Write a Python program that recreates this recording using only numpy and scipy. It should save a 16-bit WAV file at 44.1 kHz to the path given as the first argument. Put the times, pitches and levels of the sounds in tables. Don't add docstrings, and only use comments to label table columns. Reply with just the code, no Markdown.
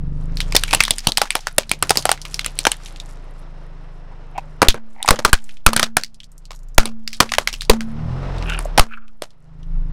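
import sys
import numpy as np
from scipy import signal
from scipy.io import wavfile
from scipy.ndimage import uniform_filter1d

SR = 44100
rng = np.random.default_rng(int(sys.argv[2]) if len(sys.argv) > 2 else 0)


def store_pcm(level_fs):
    pcm = np.round(np.clip(level_fs, -1, 1) * 32767).astype(np.int16)
    wavfile.write(sys.argv[1], SR, np.atleast_2d(pcm).T)


N = 437472


def from_db(db):
    return 10 ** (np.asarray(db) / 20)


def rms_one(x):
    return x / np.sqrt(np.mean(x ** 2) + 1e-20)


def at_hz(points, hz):
    table = np.array(points)
    return np.interp(np.log(hz), np.log(table[:, 0]), table[:, 1])


def in_time(rows):
    s, *columns = np.transpose(rows)
    return [np.interp(np.arange(N) / SR, s, column) for column in columns]


def low_pass(x, order, hz):
    return signal.sosfilt(signal.butter(order, hz, fs=SR, output="sos"), x)


def band(x, low_hz, high_hz):
    return signal.sosfilt(signal.butter(2, [low_hz, high_hz], "band", fs=SR, output="sos"), x)


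def resonate(x, hz, width_hz):
    r = np.exp(-np.pi * width_hz / SR)
    feedback = [1, -2 * r * np.cos(2 * np.pi * hz / SR), r * r]
    return signal.lfilter([(1 - r * r) / 2, 0, (r * r - 1) / 2], feedback, x)


def drift(rate):
    steps = rng.standard_normal(round(N / SR * 60) + 2)
    return np.interp(np.arange(N) / SR * rate, np.arange(len(steps)), steps)


# time_s, firing_hz
ENGINE_SPEED = [(0, 22.4), (.41, 27.94), (1.4, 21.75), (2.35, 30.87), (2.8, 27.7), (4.3, 25.08),
                (7.7, 27.77), (8.2, 45.5), (8.32, 44.44), (8.62, 36.06), (8.82, 28.6), (9.4, 26.48),
                (9.92, 26.36)]
# time_s, thud_db, exhaust_db, rush_db
ENGINE_LEVELS = [(0, -23.5, -29, -57), (.6, -19.5, -32.5, -42), (1.2, -32.5, -61, -64),
                 (1.9, -34.5, -40, -50), (2.7, -31.5, -45.5, -49), (3.4, -32.5, -48.5, -49.5),
                 (4.4, -34, -48, -51.5), (4.62, -35, -49, -50), (4.83, -49, -66.5, -56.5),
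                 (6.1, -47.5, -57.5, -67), (6.7, -30, -53, -62), (7.04, -45, -56, -61.5),
                 (7.6, -27.5, -48, -61.5), (7.8, -33.5, -40.5, -47.5), (8.06, -33.5, -23, -40),
                 (8.45, -22.5, -30.5, -35), (8.76, -23.5, -44.5, -43), (8.92, -44, -70, -67.5),
                 (9.35, -55, -60.5, -64), (9.6, -34.5, -42, -59.5), (9.78, -12.5, -39.5, -53.5),
                 (9.92, -24, -34.5, -51)]
# pitch_hz, level_db (before a slow waver)
EXHAUST_COLOUR = [(45, -8.5), (80, -1), (108, -10), (135, 0), (158, 3), (185, -17), (215, -25.5),
                  (270, -14.5), (330, -33.5), (400, -27.5), (600, -32.5)]


def engine():
    firing_hz, = in_time(ENGINE_SPEED)
    thud_db, exhaust_db, rush_db = in_time(ENGINE_LEVELS)
    phase = 2 * np.pi * np.cumsum(firing_hz) / SR
    out = from_db(thud_db) * np.sqrt(2) * np.sin(phase)
    out += from_db(exhaust_db - 6.5 + 4 * drift(9.5)) * np.sin(phase / 2)
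    rumble = rms_one(band(rng.standard_normal(N), 50, 190))
    out += from_db(exhaust_db - 13) * rumble
    for k in range(2, 23):
        waver_db, slip = 2.5 * drift(8), .4 * drift(6)
        tone_db = exhaust_db + at_hz(EXHAUST_COLOUR, k * firing_hz) + waver_db
        out += from_db(tone_db) * np.sin(k * phase + 0.92 * k + slip)
    return out, phase, rush_db


# pitch_hz, density_db (per Hz)
RUSH_COLOUR = [(180, -1), (209, -10), (324, -8), (604, -8), (1370, -13), (1590, -17), (5080, -32.5),
               (9000, -52.5)]


def rush(phase, level_db):
    edges_hz = 180 * 2 ** np.arange(0, 6, .5)
    white = rng.standard_normal((2, N))
    out = 0
    for k, (low, high) in enumerate(zip(edges_hz, edges_hz[1:])):
        band_db = at_hz(RUSH_COLOUR, np.sqrt(low * high)) + 0.85 * drift(25)
        out = out + from_db(band_db) * band(white[k % 2], low, high)
    out /= np.sqrt(np.mean(band(out, 400, 2000) ** 2))
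    return from_db(level_db) * out * (1 + 0.11 * np.sin(phase))


# pitch_hz, level_db (relative to the rush)
WHINE_TONES = [(5200, -26), (10400, -44.5)]


def whine(rush_db):
    t = np.arange(N) / SR
    return sum(from_db(rush_db + db) * np.sqrt(2) * np.sin(2 * np.pi * hz * t) for hz, db in WHINE_TONES)


CRUSH_RISE_DB_S, CRUSH_FALL_DB_S = 66, 44.5
SAND_DB = -75
# full_weight_s, grit_db
CRUSH_TIMES = [(.72, -34), (1.35, -45.5), (2.0, -39), (2.7, -39), (5.172, -54), (5.519, -60), (7.29, -50),
               (7.641, -53.5), (8.501, -54.5)]


def crushing():
    t = np.arange(N) / SR
    power = from_db(SAND_DB) ** 2
    for s, db in CRUSH_TIMES:
        drop_db = np.maximum(CRUSH_RISE_DB_S * (s - t), CRUSH_FALL_DB_S * (t - s))
        power = power + from_db(db - drop_db) ** 2
    return 10 * np.log10(power)


def grit(level_db):
    fits = from_db(7 * drift(18))
    sizes = from_db(4 * np.minimum(rng.exponential(1, N), 3.5)) * rng.choice([-1, 1], N)
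    ticks = sizes * (rng.random(N) < 200 * fits ** 1.5 / SR)
    ticks += .035 * rng.standard_normal(N) * fits
    dealt = rng.integers(0, 8, N)
    pitches_hz = np.geomspace(1300, 10000, 8)
    rings = sum(resonate(ticks * (dealt == k), hz, 0.22 * hz) for k, hz in enumerate(pitches_hz))
    return from_db(level_db) * rms_one(low_pass(rings, 4, 12000))


GRIND_DB, GRIND_RING_DB = -2, 2.5
GRIND_HZ, GRIND_WIDTH_HZ = 850, 77


def grind(grit_db):
    rub = rng.standard_normal(N) * from_db(4.5 * drift(40))
    hollow = from_db(GRIND_RING_DB) * resonate(rub, GRIND_HZ, GRIND_WIDTH_HZ)
    return from_db(grit_db + GRIND_DB) * rms_one(band(rub, 690, 5400) + hollow)


BURST_S, BURST_GROWTH = 0.0026, 0.35
TAIL_DB = -16
TAIL_T60_S = 0.14, 0.1, 0.016
# start_s, level_db, shell_pitch_hz, low_body_db, top_db (the last two relative to level_db)
SNAP_EVENTS = [(0.3709, -18, 4270, -15.5, -11), (0.404, -8.5, 3200, -27.5, -7),
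               (0.523, -13.5, 2300, -22, -16), (0.549, -9, 3300, 10.5, -12), (0.553, 0.5, 4300, -48.5, -4),
               (0.564, 4.5, 4380, -46, 0.5), (0.636, -6.5, 2883, -42, 2.5), (0.7093, -9, 2545, -3.5, -14),
               (0.7303, -2.5, 2440, 0.5, -10), (0.7347, 1.5, 980, -17, -1), (0.7476, -3.5, 2746, -1, 8.5),
               (0.8043, 5.5, 2240, -39.5, -32.5), (0.8363, -5, 3506, -32, 4), (0.8515, -7.5, 3680, -24, 0),
               (0.88, -9.5, 1530, -13.5, -14.5), (0.907, 0.5, 3385, -4.5, 6.5),
               (0.9829, -11.5, 5000, -28.5, 13.5), (1.0705, 0.5, 3300, 2.5, 3.5),
               (1.1198, -13, 4060, -8, -2), (1.1725, -1, 3560, -46, -7), (1.1799, -6, 865, -9, 5.5),
               (1.2161, 2.5, 850, -7.5, -6), (1.255, -15, 1750, -35, -25), (1.3054, -6.5, 2370, -15, 3.5),
               (1.3528, -1, 810, -15.5, 1.5), (1.4702, -8.5, 1380, -17, -26), (1.582, 5.5, 582, -16, 5.5),
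               (1.694, -13.5, 4220, -7, -3), (1.7147, -2.5, 2276, -3.5, 7.5), (1.8253, -1, 1220, -1, 6),
               (1.8942, -4, 5160, -6.5, 0), (1.9057, 4.5, 770, -7, 3), (1.9561, -9, 810, -4, -3),
               (1.972, 0, 4770, -2.5, -8), (2.0538, -0.5, 755, -10.5, 3.5), (2.0919, 1.5, 810, -32.5, -41),
               (2.1154, 0.5, 790, -20, 4.5), (2.252, -15.5, 2480, -37, -7), (2.343, -12.5, 5070, -12, -7),
               (2.393, -9, 3240, -38.5, -22), (2.4456, -15, 2512, -14, -45), (2.4616, -10.5, 2550, -5, 9.5),
               (2.589, -8, 4030, -7, 3.5), (2.6523, -3, 1500, -10.5, -13), (2.6676, 4.5, 850, -5, -9),
               (2.7169, -7.5, 2980, -31, 12), (4.3792, -24, 2420, -18, -40), (4.618, 3.5, 753, 6, -13),
               (4.6269, -2, 644.7, 14, -1), (4.6843, 9.5, 3370, -43, -10), (4.7438, -22.5, 484, 17, 0),
               (5.0278, -14.5, 3470, -14, 11.5), (5.0602, -16, 2060, -4, 10.5),
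               (5.0783, -1.5, 976, -21, -8.5), (5.087, 6.5, 770, -5.5, -18.5), (5.1069, 7, 1150, 4.5, 3),
               (5.19, -9, 627, 1, -20.5), (5.2493, 8, 1130, 0.5, -3), (5.33, 7, 1550, -38, 7),
               (5.6637, 13, 1184, -1, 2.5), (5.7321, -5.5, 1190, -4, 4), (5.7636, 2.5, 1560, -0.5, 6.5),
               (5.7954, 3, 1055, -7, -1), (5.829, 3, 1390, -5, -35), (5.9684, 2.5, 1450, -5.5, 5.5),
               (6.0355, -14.5, 4540, -22, 3), (6.5074, -17.5, 1080, -21, -44),
               (6.7804, 14, 1334, -3, -16.5), (6.8556, -5.5, 2420, 3, 4), (7.0763, -13.5, 4780, -30, -28),
               (7.1305, -15, 4570, -36.5, -30), (7.2029, 9, 1120, -2, -12), (7.3194, -7, 1133, -7, -28),
               (7.337, -5, 1920, -33, -28), (7.3834, 3, 1070, -4, -16), (7.4737, -1.5, 2200, -54.5, -12),
               (7.5284, -13.5, 5230, -9, -26), (7.539, -13.5, 2770, -10.5, -12), (7.619, -15, 3940, -23, 0),
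               (7.6965, 12.5, 440, -2, -9), (7.8069, -13.5, 1520, -14, -36), (8.4975, -17, 2410, -18, -25),
               (8.59, -16, 1008, 3, 6), (8.777, 0.5, 873, -4, -3.5), (8.782, 1, 800, 4, -9),
               (8.7946, 9, 1155, -2, -5.5), (9.221, -12.5, 626.1, -11, -3)]


def snaps():
    size = round(.16 * SR)
    out, t = np.zeros(N + size), np.arange(size) / SR
    noise = rng.standard_normal((len(SNAP_EVENTS), 3, size))
    for (s, level_db, hz, low_db, top_db), (fine, lumps, luck) in zip(SNAP_EVENTS, noise):
        length_s = BURST_S * from_db(BURST_GROWTH * level_db)
        running = np.exp(-(t / length_s) ** 2.0) * (1 - np.exp(-t / 0.00024))
        crack = fine * from_db(6.12 * lumps) / 2 * running
        splinters = 11 * fine * (luck > 2.85)
        uneven_db = 20.0 * uniform_filter1d(lumps, size=60) + 54 * uniform_filter1d(luck, size=300)
        rattle = from_db(TAIL_DB) * (fine * from_db(uneven_db) + splinters)
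        low, mid, top = [crack + rattle * from_db(-60 * t / t60) for t60 in TAIL_T60_S]
        shell = resonate(crack + 0.89 * (mid - crack), hz, 0.2 * hz)
        shell += .5 * sum(resonate(crack, hz * from_db(7 * bend), 130) for bend in np.tanh(luck[:3]))
        sound = from_db(low_db) * band(low, 67, 1300) * 2
        sound += band(mid, np.clip(0.35 * hz, 500, 2500), 6000)
        sound += from_db(top_db) * band(top, 6800, 9680)
        sound += from_db(10.0) * shell
        at = round(s * SR)
        out[at:at + size] += from_db(level_db) * sound
    return out[:N]


SHARD_S, SHARD_TAIL_S = 0.00073, 0.0094
SHARD_RING_DB = 12
# start_s, level_db, pitch_hz
SHARD_TICKS = [(0.68, -8.5, 2480), (0.7954, -16.5, 2200), (1.4083, -27, 5040), (1.633, -20, 2600),
               (1.984, -10, 4500), (2.0245, -18, 4540), (2.176, -20.5, 2180), (2.2164, -17, 5040),
               (2.8595, -18, 3330), (3.0002, -18.5, 3700), (2.9609, -24, 3010), (5.1591, -13, 3125),
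               (5.2984, -21, 3960), (5.388, -27, 2930), (5.442, -33.5, 7850), (5.4926, -21.5, 2440),
               (5.5087, -30, 3200), (5.57, -31, 3100), (5.775, -7.5, 3000), (5.839, -4, 3500),
               (6.012, -24, 4500), (6.1447, -32.5, 4850), (6.2031, -25.5, 3120), (6.2333, -31, 3260),
               (6.242, -31.5, 5000), (6.3179, -41, 8000), (6.38, -37, 7550), (6.4541, -32, 4450),
               (6.5493, -38, 6560), (6.561, -38, 6430), (6.5908, -43, 7100), (6.6324, -47, 7000),
               (6.6863, -46, 6950), (6.7467, -39.5, 6980), (7.146, -21, 3840), (7.1695, -33, 5000),
               (7.292, -14, 2600), (7.609, -14.5, 4080), (7.6502, -27, 4840), (8.383, -28, 3970),
               (8.4252, -21.5, 2510), (8.537, -19, 2800), (8.6253, -38, 8000), (8.6502, -32, 8030),
               (9.081, -38.5, 2665), (9.3057, -41, 4214), (9.631, -39, 3207)]


def shards():
    size = round(.03 * SR)
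    out, t = np.zeros(N + size), np.arange(size) / SR
    fade = np.exp(-t / SHARD_S) + 0.29 * np.exp(-t / SHARD_TAIL_S)
    noise = rng.standard_normal((len(SHARD_TICKS), size))
    for (s, level_db, hz), fine in zip(SHARD_TICKS, noise):
        burst = fine * fade
        bright = band(burst, hz / 2, np.clip(2 * hz, 0, 14000))
        tick = band(bright, hz / 2, 14000) + from_db(SHARD_RING_DB) * resonate(burst, hz, 0.2 * hz)
        out[round(s * SR):][:size] += from_db(level_db) * tick / 2
    return out[:N]


PUFF_RISE_S, PUFF_FALL_S, PUFF_LINGER_S = 0.0018, 0.012, 0.1
TYRE_HZ, TYRE_T60_S = 224.5, 0.93
# start_s, air_puff_db (before the rise and fall shape), tyre_ring_db
JOLT_EVENTS = [(0.809, -10, -36), (1.074, -8, -38.5), (1.583, -16.5, -41.5), (4.684, 13, -30),
               (5.107, 9.5, -30), (5.251, 2.5, -37), (5.333, 12, -34.5), (5.666, 12, -18.5),
               (5.971, -28.5, -34.5), (6.783, 16, -20), (7.204, -6, -28), (7.699, 13, -12),
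               (8.797, 14.5, -31.5)]


def jolts():
    out, t = np.zeros(N), np.arange(N) / SR
    for s, puff_db, ring_db in JOLT_EVENTS:
        after = np.clip(t - s, 0, None)
        fall = 0.5 * np.exp(-after / PUFF_FALL_S) + 0.079 * np.exp(-after / PUFF_LINGER_S)
        out -= from_db(puff_db) * fall * (1 - np.exp(-after / PUFF_RISE_S))
        out += from_db(ring_db - 60 * after / TYRE_T60_S) * np.sin(2 * np.pi * TYRE_HZ * after)
    return out


# start_s, loudest_s, end_s, level_db, slips_per_s (before the uneven pace),
# low_mode_hz, high_mode_hz, high_mode_db (relative to the low mode)
CREAK_EVENTS = [(4.348, 4.39, 4.4, -25, 140, 762, 2410, -9), (4.95, 4.974, 5.5, -39, 230, 826, 2070, -5.5),
                (8.459, 8.517, 8.6, -26, 330, 1490, 2630, 3), (8.885, 8.943, 8.97, -34, 697, 1400, 2380, 0),
                (8.967, 8.98, 9.11, -40.5, 1000, 1360, 2360, -12)]


def creaks():
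    out, t = np.zeros(N), np.arange(N) / SR
    pace = from_db(3.5 * drift(60))
    sizes = from_db(4 * rng.standard_normal(N)) * rng.choice([-1, 1], N)
    rub = .03 * rng.standard_normal(N) * pace
    dealt, luck = rng.integers(0, 3, N), rng.random(N)
    for start, loudest, end, level_db, per_s, low_hz, high_hz, high_db in CREAK_EVENTS:
        slips = low_pass((luck < per_s * pace / SR) * sizes + rub, 2, 4500)
        load = from_db(np.interp(t, [start, loudest, end], [-19, 0, -24], left=-200, right=-200))
        for hz, mode_db in (low_hz, 0), (high_hz, high_db):
            rings = sum(resonate(slips * from_db(-12 * (dealt != k)), hz * bend, hz / 14)
                        for k, bend in enumerate((.94, 1, 1.06)))
            out += from_db(level_db + mode_db) * load * rms_one(resonate(rings, hz, hz / 2))
    return out


KNOCK_UPPER, KNOCK_UPPER_DB = 1.1, -5.5
KNOCK_SWELL_S = .0022
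# start_s, level_db, pitch_hz
KNOCK_EVENTS = [(4.381, -14, 857), (5.047, -17, 850), (5.115, -10, 490), (5.139, -16, 500),
                (5.189, -15, 547), (8.655, -19, 604), (8.911, -29, 1376), (8.923, -24.5, 1520),
                (8.973, -27, 1390)]


def knocks():
    size = round(.04 * SR)
    out, t = np.zeros(N + size), np.arange(size) / SR
    noise = rng.standard_normal((len(KNOCK_EVENTS), size))
    for (s, level_db, hz), fine in zip(KNOCK_EVENTS, noise):
        rough = from_db(15 * uniform_filter1d(fine, size=50))
        swell = t / KNOCK_SWELL_S * np.exp(1 - t / KNOCK_SWELL_S) * rough
        modes = np.sin(2 * np.pi * hz * t)
        modes += from_db(KNOCK_UPPER_DB) * np.sin(2 * np.pi * KNOCK_UPPER * hz * t)
        out[round(s * SR):][:size] += from_db(level_db) * swell * modes
    return out[:N]


def scene():
    hum, phase, rush_db = engine()
    mono = hum + rush(phase, rush_db + 1.5 * drift(33)) + whine(rush_db)
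    grit_db = crushing()
    mono += grit(grit_db) + grind(grit_db)
    mono += snaps() + shards() + jolts() + creaks() + knocks()
    return np.stack([mono, mono])


GAIN_KNEE_DB, GAIN_SHARE = -18, 0.26
GAIN_BACK_DB_S, GAIN_GRAB_S = 40, 0.0091
COUPLING_HZ, CUTOFF_HZ = 1.3, 16500


def record(dry):
    t = np.arange(N) / SR
    power = uniform_filter1d(np.clip(dry[0], -1, 1) ** 2, size=200)
    level_db = 10 * np.log10(power + 1e-9)
    held_db = np.maximum.accumulate(level_db + GAIN_BACK_DB_S * t) - GAIN_BACK_DB_S * t
    wanted_db = GAIN_SHARE * np.clip(held_db - GAIN_KNEE_DB, 0, None)
    r = np.exp(-1 / (GAIN_GRAB_S * SR))
    duck_db = signal.lfilter([1 - r], [1, -r], wanted_db)
    coupled = signal.lfilter(*signal.butter(1, COUPLING_HZ, "high", fs=SR), dry * from_db(-duck_db))
    clipped = np.clip(coupled, -.97, .97)
    top_cut = signal.cheby2(8, 30, CUTOFF_HZ, fs=SR, output="sos")
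    return np.clip(signal.sosfilt(top_cut, clipped), -1, 1)


dry = scene()
out = record(dry)
store_pcm(out)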